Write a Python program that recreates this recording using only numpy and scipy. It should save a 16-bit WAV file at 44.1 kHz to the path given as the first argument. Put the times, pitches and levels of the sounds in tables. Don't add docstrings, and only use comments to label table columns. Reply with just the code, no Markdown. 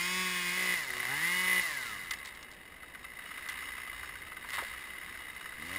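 import sys
import numpy as np
from scipy import signal
from scipy.fft import rfft, irfft
from scipy.io import wavfile
from scipy.ndimage import uniform_filter1d

SR = 44100
rng = np.random.default_rng(int(sys.argv[2]) if len(sys.argv) > 2 else 0)


def materialize(psi):
    bounded = np.clip(np.atleast_2d(psi).T, -1, 1)
    quanta = np.round(bounded * 32767).astype(np.int16)
    wavfile.write(sys.argv[1], SR, quanta)


def natural_amplitude(level_db):
    exponent = np.asarray(level_db, float) / 20
    return 10 ** exponent


N = 254898
T = np.arange(N) / SR


def saw():
    shaft_hz = shaft()
    turns = np.cumsum(shaft_hz) / SR
    return saw_tones(shaft_hz, turns) + roar_and_chain(shaft_hz, turns) + rev_limiter(turns)


# (multiple of shaft speed, level [dB])
CUTTING = [(1, -2), (2, -6.5), (3, -17.5), (4, -18), (5, -9), (6, 0), (7, -21), (8, -6), (9, -2), (10, -1),
           (11, -3), (12, 0.5), (13, -2), (14, 4.5), (15, -16), (16, -7), (17, -9), (18, -4.5), (19, -2),
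           (20, -6), (21, -15), (22, -33), (23, -32), (24, -28), (25, -18), (26, -12), (27, -5), (28, -21),
           (29, -28), (30, -5.5)]
CUTTING_HZ = 186.8
# (multiple of shaft speed, level [dB])
FREE = [(1, -13.5), (2, -18), (3, -23), (4, -32), (5, -16.5), (6, -13.5), (7, -21), (8, -31), (9, -12),
        (10, -28), (11, 0.5), (12, 1.5), (13, -15), (14, -11), (15, -16), (16, -11.5), (17, -18), (18, -19),
        (19, -21.5), (20, -15), (21, -35), (22, -23)]
FREE_HZ = 175.5
# (multiple of shaft speed, level [dB])
COASTING = [(1, -7), (2, -8), (3, -7.5), (4, -4.5), (5, -7.5), (6, -13), (7, 2.5), (8, -14), (9, -6),
            (10, -5), (11, 0), (13, -3), (14, 0), (15, -7), (16, 4), (17, -11), (18, -3), (20, -6)]
COASTING_HZ = 147
# (multiple of shaft speed, level [dB])
OPENING = [(1, -2), (2, -4.5), (3, 0.5), (4, -7), (5, -9), (6, -2.5), (7, -14), (8, -16), (9, -15),
           (10, -15), (11, -7), (12, -16)]
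OPENING_HZ = 92
# (multiple of shaft speed, level [dB])
FAN = [(12, -0.5), (24, -21), (36, -26.5)]
FAN_HZ = 154
# (start [s], full [s], stop [s], full level [dB])
FREE_SWELLS = [(0.454, .46, .75, -47.5), (1.085, 1.254, 1.61, -37)]
OPENING_SWELLS = [(0.891, .9, 1.154, -58.5), (5.578, 5.761, 5.8, -55)]
# (start [s], stop [s], level at the typical speed [dB])
COASTS = [(0.758, 0.898, -56), (1.618, 2.597, -57.5)]
COAST_DB_PER_OCTAVE = 8.5
# (start [s], hold until [s], held level [dB])
WHISTLES = [(.75, .79, -40), (1.605, 1.905, -42)]
FAN_FADE_DB_PER_S = 156
BITE_S, BITE_DB, BITE_DB_PER_S, CUT_FLOOR_DB, CUT_END_S = 0.21, -44, 22.5, -51.5, .75


def saw_tones(shaft_hz, turns):
    phase = rng.random(40)
    bite_db = BITE_DB - BITE_DB_PER_S * abs(T - BITE_S)
    cut = between(-1, CUT_END_S) * natural_amplitude(np.maximum(bite_db, CUT_FLOOR_DB))
    free = sum(swell(*row) for row in FREE_SWELLS)
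    opening = sum(swell(*row) for row in OPENING_SWELLS)
    coast = sum(between(start, stop) * natural_amplitude(db) for start, stop, db in COASTS)
    coast = coast * natural_amplitude(COAST_DB_PER_OCTAVE * np.log2(shaft_hz / COASTING_HZ))
    fan = np.zeros(N)
    for start, hold, db in WHISTLES:
        fan += between(start, 9) * natural_amplitude(db - FAN_FADE_DB_PER_S * np.maximum(T - hold, 0))
    mix = cut * tones(CUTTING, CUTTING_HZ, shaft_hz, turns, phase, sway_db=2.0)
    mix += free * tones(FREE, FREE_HZ, shaft_hz, turns, phase, sway_db=1.5)
    mix += coast * tones(COASTING, COASTING_HZ, shaft_hz, turns, phase, sway_db=0.5)
    mix += opening * tones(OPENING, OPENING_HZ, shaft_hz, turns, phase, sway_db=5.0)
    mix += fan * tones(FAN, FAN_HZ, shaft_hz, turns, phase, sway_db=-1.0)
    return mix


# (time [s], level [dB])
ROAR = [(0.0, -38.5), (0.61, -39), (0.78, -37), (0.88, -42.5), (1.05, -37), (1.45, -37), (1.96, -42),
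        (2.58, -53), (2.93, -51.5), (3.59, -42), (3.93, -44), (4.36, -49.5), (4.6, -44), (5.44, -46),
        (5.64, -46), (5.78, -38.5)]
HISS_DB, HISS_DB_PER_OCTAVE, CLUTCH_HZ, CLUTCH_WIDTH_HZ = -42, 9.5, 84, 12


def roar_and_chain(shaft_hz, turns):
    clutch = 1 / (1 + np.exp((CLUTCH_HZ - shaft_hz) / CLUTCH_WIDTH_HZ))
    chain = clutch * natural_amplitude(HISS_DB + HISS_DB_PER_OCTAVE * np.log2(shaft_hz / CUTTING_HZ))
    strength = natural_amplitude(0.94 * rng.standard_normal(2000))[turns.astype(int)]
    since_turn_s = (turns % 1) / shaft_hz
    throb = .45 + strength * np.exp(-since_turn_s / .005)
    roar, hiss = throb * rng.standard_normal((2, N))
    return level(ROAR) * evened(cased(roar), 0.089) + chain * evened(band(hiss, 3230, 6600), 0.27)


# (start [s], stop [s], pop peak [dB], thump peak [dB])
LIMITER = [(0.575, .75, -24, -41.5), (1.479, 1.605, -22, -43)]


def rev_limiter(turns):
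    mix = np.zeros(N)
    shape = rng.standard_normal(3000)
    new_turn = np.flatnonzero(np.diff(turns.astype(int)))
    for start, stop, pop_db, thump_db in LIMITER:
        inside = (T[new_turn] > start) & (T[new_turn] < stop)
        for s in new_turn[inside][::3] / SR:
            add(mix, s, pop_db, band(burst(0.0012, 0.00026, 1.0, shape), 2015, 2440))
            add(mix, s, pop_db - 15, band(burst(0.0022, 0.0004, 0.91, shape), 1010, 1240))
            add(mix, s, thump_db, thump())
    return mix


# (low edge [Hz], high edge [Hz])
BARK_HZ = [(1190, 1360), (1480, 1650)]
BARK_DB, BARK_DB_PER_OCTAVE, IDLE_HZ = -6, -31, 63


def pops():
    mix, shaft_hz = np.zeros(N), shaft()
    for s, db in firings(shaft_hz):
        turn_s = 1 / shaft_hz[round(s * SR)]
        puff = burst(.25 * turn_s, .06 * turn_s)
        puff = puff + 10 * turn_s * burst(.015, .004)
        through_case = cased(puff)[:3000] / np.sqrt(case_power(2200))
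        add(mix, s, db, band(puff, 1800, 2000) + 0.86 * through_case)
        octaves_over_idle = max(-np.log2(turn_s * IDLE_HZ), 0)
        bark = sum(band(puff, *edges) for edges in BARK_HZ)
        add(mix, s, db + BARK_DB + BARK_DB_PER_OCTAVE * octaves_over_idle, bark)
        add(mix, s, db - 22.5, band(thump(), 633.4, 794.0))
    return mix


# (time [s], peak [dB])
POPS = [(1.0291, -23), (1.0525, -24), (2.8284, -36.5), (2.9476, -35), (3.0422, -36.5), (3.1884, -34),
        (3.259, -35.5), (3.3123, -35.5), (3.3788, -34), (3.4584, -35), (3.686, -32.5), (3.779, -30),
        (3.8739, -34.5), (3.929, -35), (4.03, -32), (4.0904, -32), (4.1536, -35), (4.2189, -39),
        (4.269, -36), (4.3178, -34.5), (4.367, -33.5), (4.7358, -34.5), (4.776, -44), (5.2045, -38.5),
        (5.2813, -40), (5.4087, -34.5), (5.457, -32.5), (5.5212, -34), (5.6208, -31)]
# (first [s], last [s], peak [dB])
STUTTER = [(0.903, 1.01, -23.5), (5.668, 5.72, -34.5), (5.7287, 5.768, -31)]
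STUTTER_TURNS = [4, 2, 1]
IDLE_FROM_S, PAUSE_S, FILL_DB, FILL_SPREAD_DB = 2.6, .055, 4, 2.5


def firings(shaft_hz):
    turns, rows = np.cumsum(shaft_hz) / SR, list(POPS)
    for (first, last, db), every in zip(STUTTER, STUTTER_TURNS):
        first_turn, last_turn = np.interp([first, last], T, turns)
        at = np.interp(np.arange(first_turn, last_turn, every), turns, T)
        rows += [(s, db) for s in at]
    loud = np.array([IDLE_FROM_S - PAUSE_S] + [s for s, db in POPS if s > IDLE_FROM_S])
    for a, b, chance in zip(loud, loud[1:], rng.uniform(-1, 1, (len(loud), 2, 12))):
        count = int((b - a) / PAUSE_S)
        at = a + (b - a) * (np.arange(1, count) + 0.13 * chance[0, 1:count]) / max(count, 1)
        over_db = FILL_DB + FILL_SPREAD_DB * chance[1, 1:count]
        rows += zip(at, np.interp(at, *np.transpose(ROAR)) + over_db)
    return rows


# (time [s], goal speed [Hz], time constant [s])
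THROTTLE = [(0.0, 186, 0.08), (0.22, 172, 0.3), (0.5, 186, 0.072), (0.63, 177, .14), (0.742, 30, .34),
            (0.9, 123, 0.043), (1.075, 260, 0.44), (1.27, 184.5, 0.065), (1.469, 180, .12),
            (1.61, 28, 0.46), (2.65, 63, 0.41), (5.545, 124.6, .27)]
START_HZ = 172.23


def shaft():
    hz, now = np.zeros(N), START_HZ
    edges = [round(row[0] * SR) for row in THROTTLE] + [N]
    for (s, goal_hz, lag), a, b in zip(THROTTLE, edges, edges[1:]):
        hz[a:b] = goal_hz + (now - goal_hz) * np.exp(-T[:b - a] / lag)
        now = hz[b - 1]
    hz[:edges[0]] = START_HZ
    return uniform_filter1d(hz, 1500, mode="nearest")


def tones(orders, usual_hz, shaft_hz, turns, phase, sway_db):
    coarse, mix = slice(0, N, 200), np.zeros(N)
    for (k, db), sway in zip(orders, wander(7.26, count=len(orders))):
        lift = (case_power(k * shaft_hz[coarse]) / case_power(k * usual_hz)) ** 0.41
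        sway_share = min(k / 8, 1)
        gain = np.interp(T, T[coarse], lift) * natural_amplitude(db + sway_db * sway_share * sway)
        mix += np.sqrt(2) * gain * np.sin(2 * np.pi * (k * turns + phase[round(k)]))
    return mix


def thump():
    return band(np.exp(-T[:3000] / 0.00096), 300, 740)


def swell(start, full, stop, db):
    rise_db_per_s = 40.5
    return between(start, stop) * natural_amplitude(db - rise_db_per_s * np.maximum(full - T, 0))


# (time [s], peak [dB])
CRACKS = [(2.1088, -21.5), (2.135, -28.5), (2.1883, -39), (2.2492, -34.5), (2.2571, -34), (2.2714, -37),
          (2.2854, -39), (2.3494, -42), (2.4278, -38), (2.5142, -44), (2.5354, -46), (2.5481, -55),
          (3.4872, -28), (3.4974, -34), (3.5208, -34.5), (4.5037, -34), (4.5396, -32)]
# (time [s], peak [dB], ring [Hz])
THUDS = [(4.445, -35.5, 1300), (4.538, -32.5, 1300), (4.582, -24, 1360), (4.6, -44.5, 231),
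         (4.62, -38, 595)]
# (time [s], level [dB])
LANDING = [(4.42, -58), (4.544, -37), (4.72, -50)]


def branch():
    mix = np.zeros(N)
    for s, db in CRACKS:
        add(mix, s, db, band(burst(0.0039, 0.0001), 2270, 6200))
        add(mix, s, db - 2.0, cased(burst(0.0078, 0.00086))[:3000])
    for s, db, hz in THUDS:
        add(mix, s, db, band(burst(0.011, 0.00023), 0.69 * hz, 1.33 * hz))
    snapping = rng.random(N) < 2500 / SR
    twig_force = natural_amplitude(2.0 * np.minimum(rng.exponential(1, N), 4))
    twigs = twig_force * snapping * rng.standard_normal(N)
    crush = evened(cased(twigs)) + 0.17 * evened(band(twigs, 2300, 4400))
    return mix + level(LANDING) * crush


# (time [s], level [dB])
WIND = [(0.0, -67), (2.8, -67), (4.1, -59), (5.3, -66), (5.78, -62)]
# (frequency [Hz], relative level [dB per Hz])
AIR = [(20, 0), (60, -2), (110, -1.5), (300, -0.5), (600, -4), (1000, -5.5), (2000, -60)]
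AIR_DB = -59.5


def wind():
    lumps = natural_amplitude(1.5 * wander(14, count=1)[0])
    rumble = evened(band(rng.standard_normal(N), 42, 74) * lumps)
    air_gain = natural_amplitude(read(AIR, np.fft.rfftfreq(N, 1 / SR)))
    wash = irfft(rfft(rng.standard_normal(N)) * air_gain, N)
    return level(WIND) * rumble + natural_amplitude(AIR_DB) * evened(wash)


# (frequency [Hz], width [Hz], level [dB])
CASE = [(1260, 16, -6), (2024, 180, 4), (2642, 27, -6), (2896, 120, -5.5), (3756, 82, -7), (4770, 120, -21),
        (5300, 14, -9.5)]
# (frequency [Hz], level [dB])
LEAK = [(100, -28.5), (400, -31.5), (750, -24.5), (1100, -8.5), (1420, -13.5), (1700, -5), (2400, -13),
        (3300, -17), (4300, -22), (5400, -22.5), (5950, -30)]


def case_power(hz):
    rings = sum(natural_amplitude(db) ** 2 / (1 + (2 * (hz - f) / width) ** 2) ** 2 for f, width, db in CASE)
    return natural_amplitude(read(LEAK, hz)) ** 2 + rings


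def cased(x):
    log_gain = np.log(case_power(abs(np.fft.fftfreq(8192, 1 / SR)))) / 2
    taps = np.fft.ifft(np.exp(np.conj(signal.hilbert(log_gain)))).real[:4096]
    return signal.oaconvolve(x, taps)[:N]


def burst(decay, rise, share=0., fixed=0.):
    t = T[:3000]
    puff = (1 - share) * rng.standard_normal(len(t)) + share * fixed
    return puff * (1 - np.exp(-t / rise)) * np.exp(-t / decay)


def add(mix, s, db, sound):
    part = mix[round(s * SR):][:len(sound)]
    part += (natural_amplitude(db) * sound / abs(sound).max())[:len(part)]


def evened(x, span=None):
    power = uniform_filter1d(x ** 2, round(span * SR)) if span else np.mean(x ** 2)
    return x / np.sqrt(abs(power) + 1e-20)


def read(points, hz):
    f, value = np.transpose(points)
    return np.interp(np.log(hz + 1), np.log(f + 1), value)


def level(rows):
    s, db = np.transpose(rows)
    return natural_amplitude(np.interp(T, s, db, -140, -140))


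def between(start, stop):
    edge_s = 0.034
    return np.clip(np.minimum(T - start, stop - T) / edge_s + .5, 0, 1)


def wander(per_s, count):
    knots = rng.standard_normal((count, 400))
    return np.array([np.interp(T * per_s, np.arange(400), row) for row in knots]) * np.sqrt(1.5)


def band(x, lo_hz, hi_hz):
    return signal.sosfilt(signal.butter(2, [lo_hz, hi_hz], "band", fs=SR, output="sos"), x)


def scene():
    return (saw() + pops() + branch() + wind())[None]


def low_pass(x):
    return signal.sosfilt(signal.butter(12, 16480, fs=SR, output="sos"), x)


STORE_HZ, EDGE_HZ = 12000, 15600


def record(dry):
    up, down = STORE_HZ // 300, SR // 300
    stored = signal.resample_poly(dry, up, down, axis=1)
    steps = np.repeat(stored, 4, axis=1)
    held = signal.resample_poly(steps, down, 4 * up, axis=1)[:, :N]
    edge = signal.firwin(255, EDGE_HZ, window=("kaiser", 9), fs=SR)
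    return low_pass(signal.oaconvolve(held, edge[None], "same"))


dry = scene()
out = record(dry)
materialize(out)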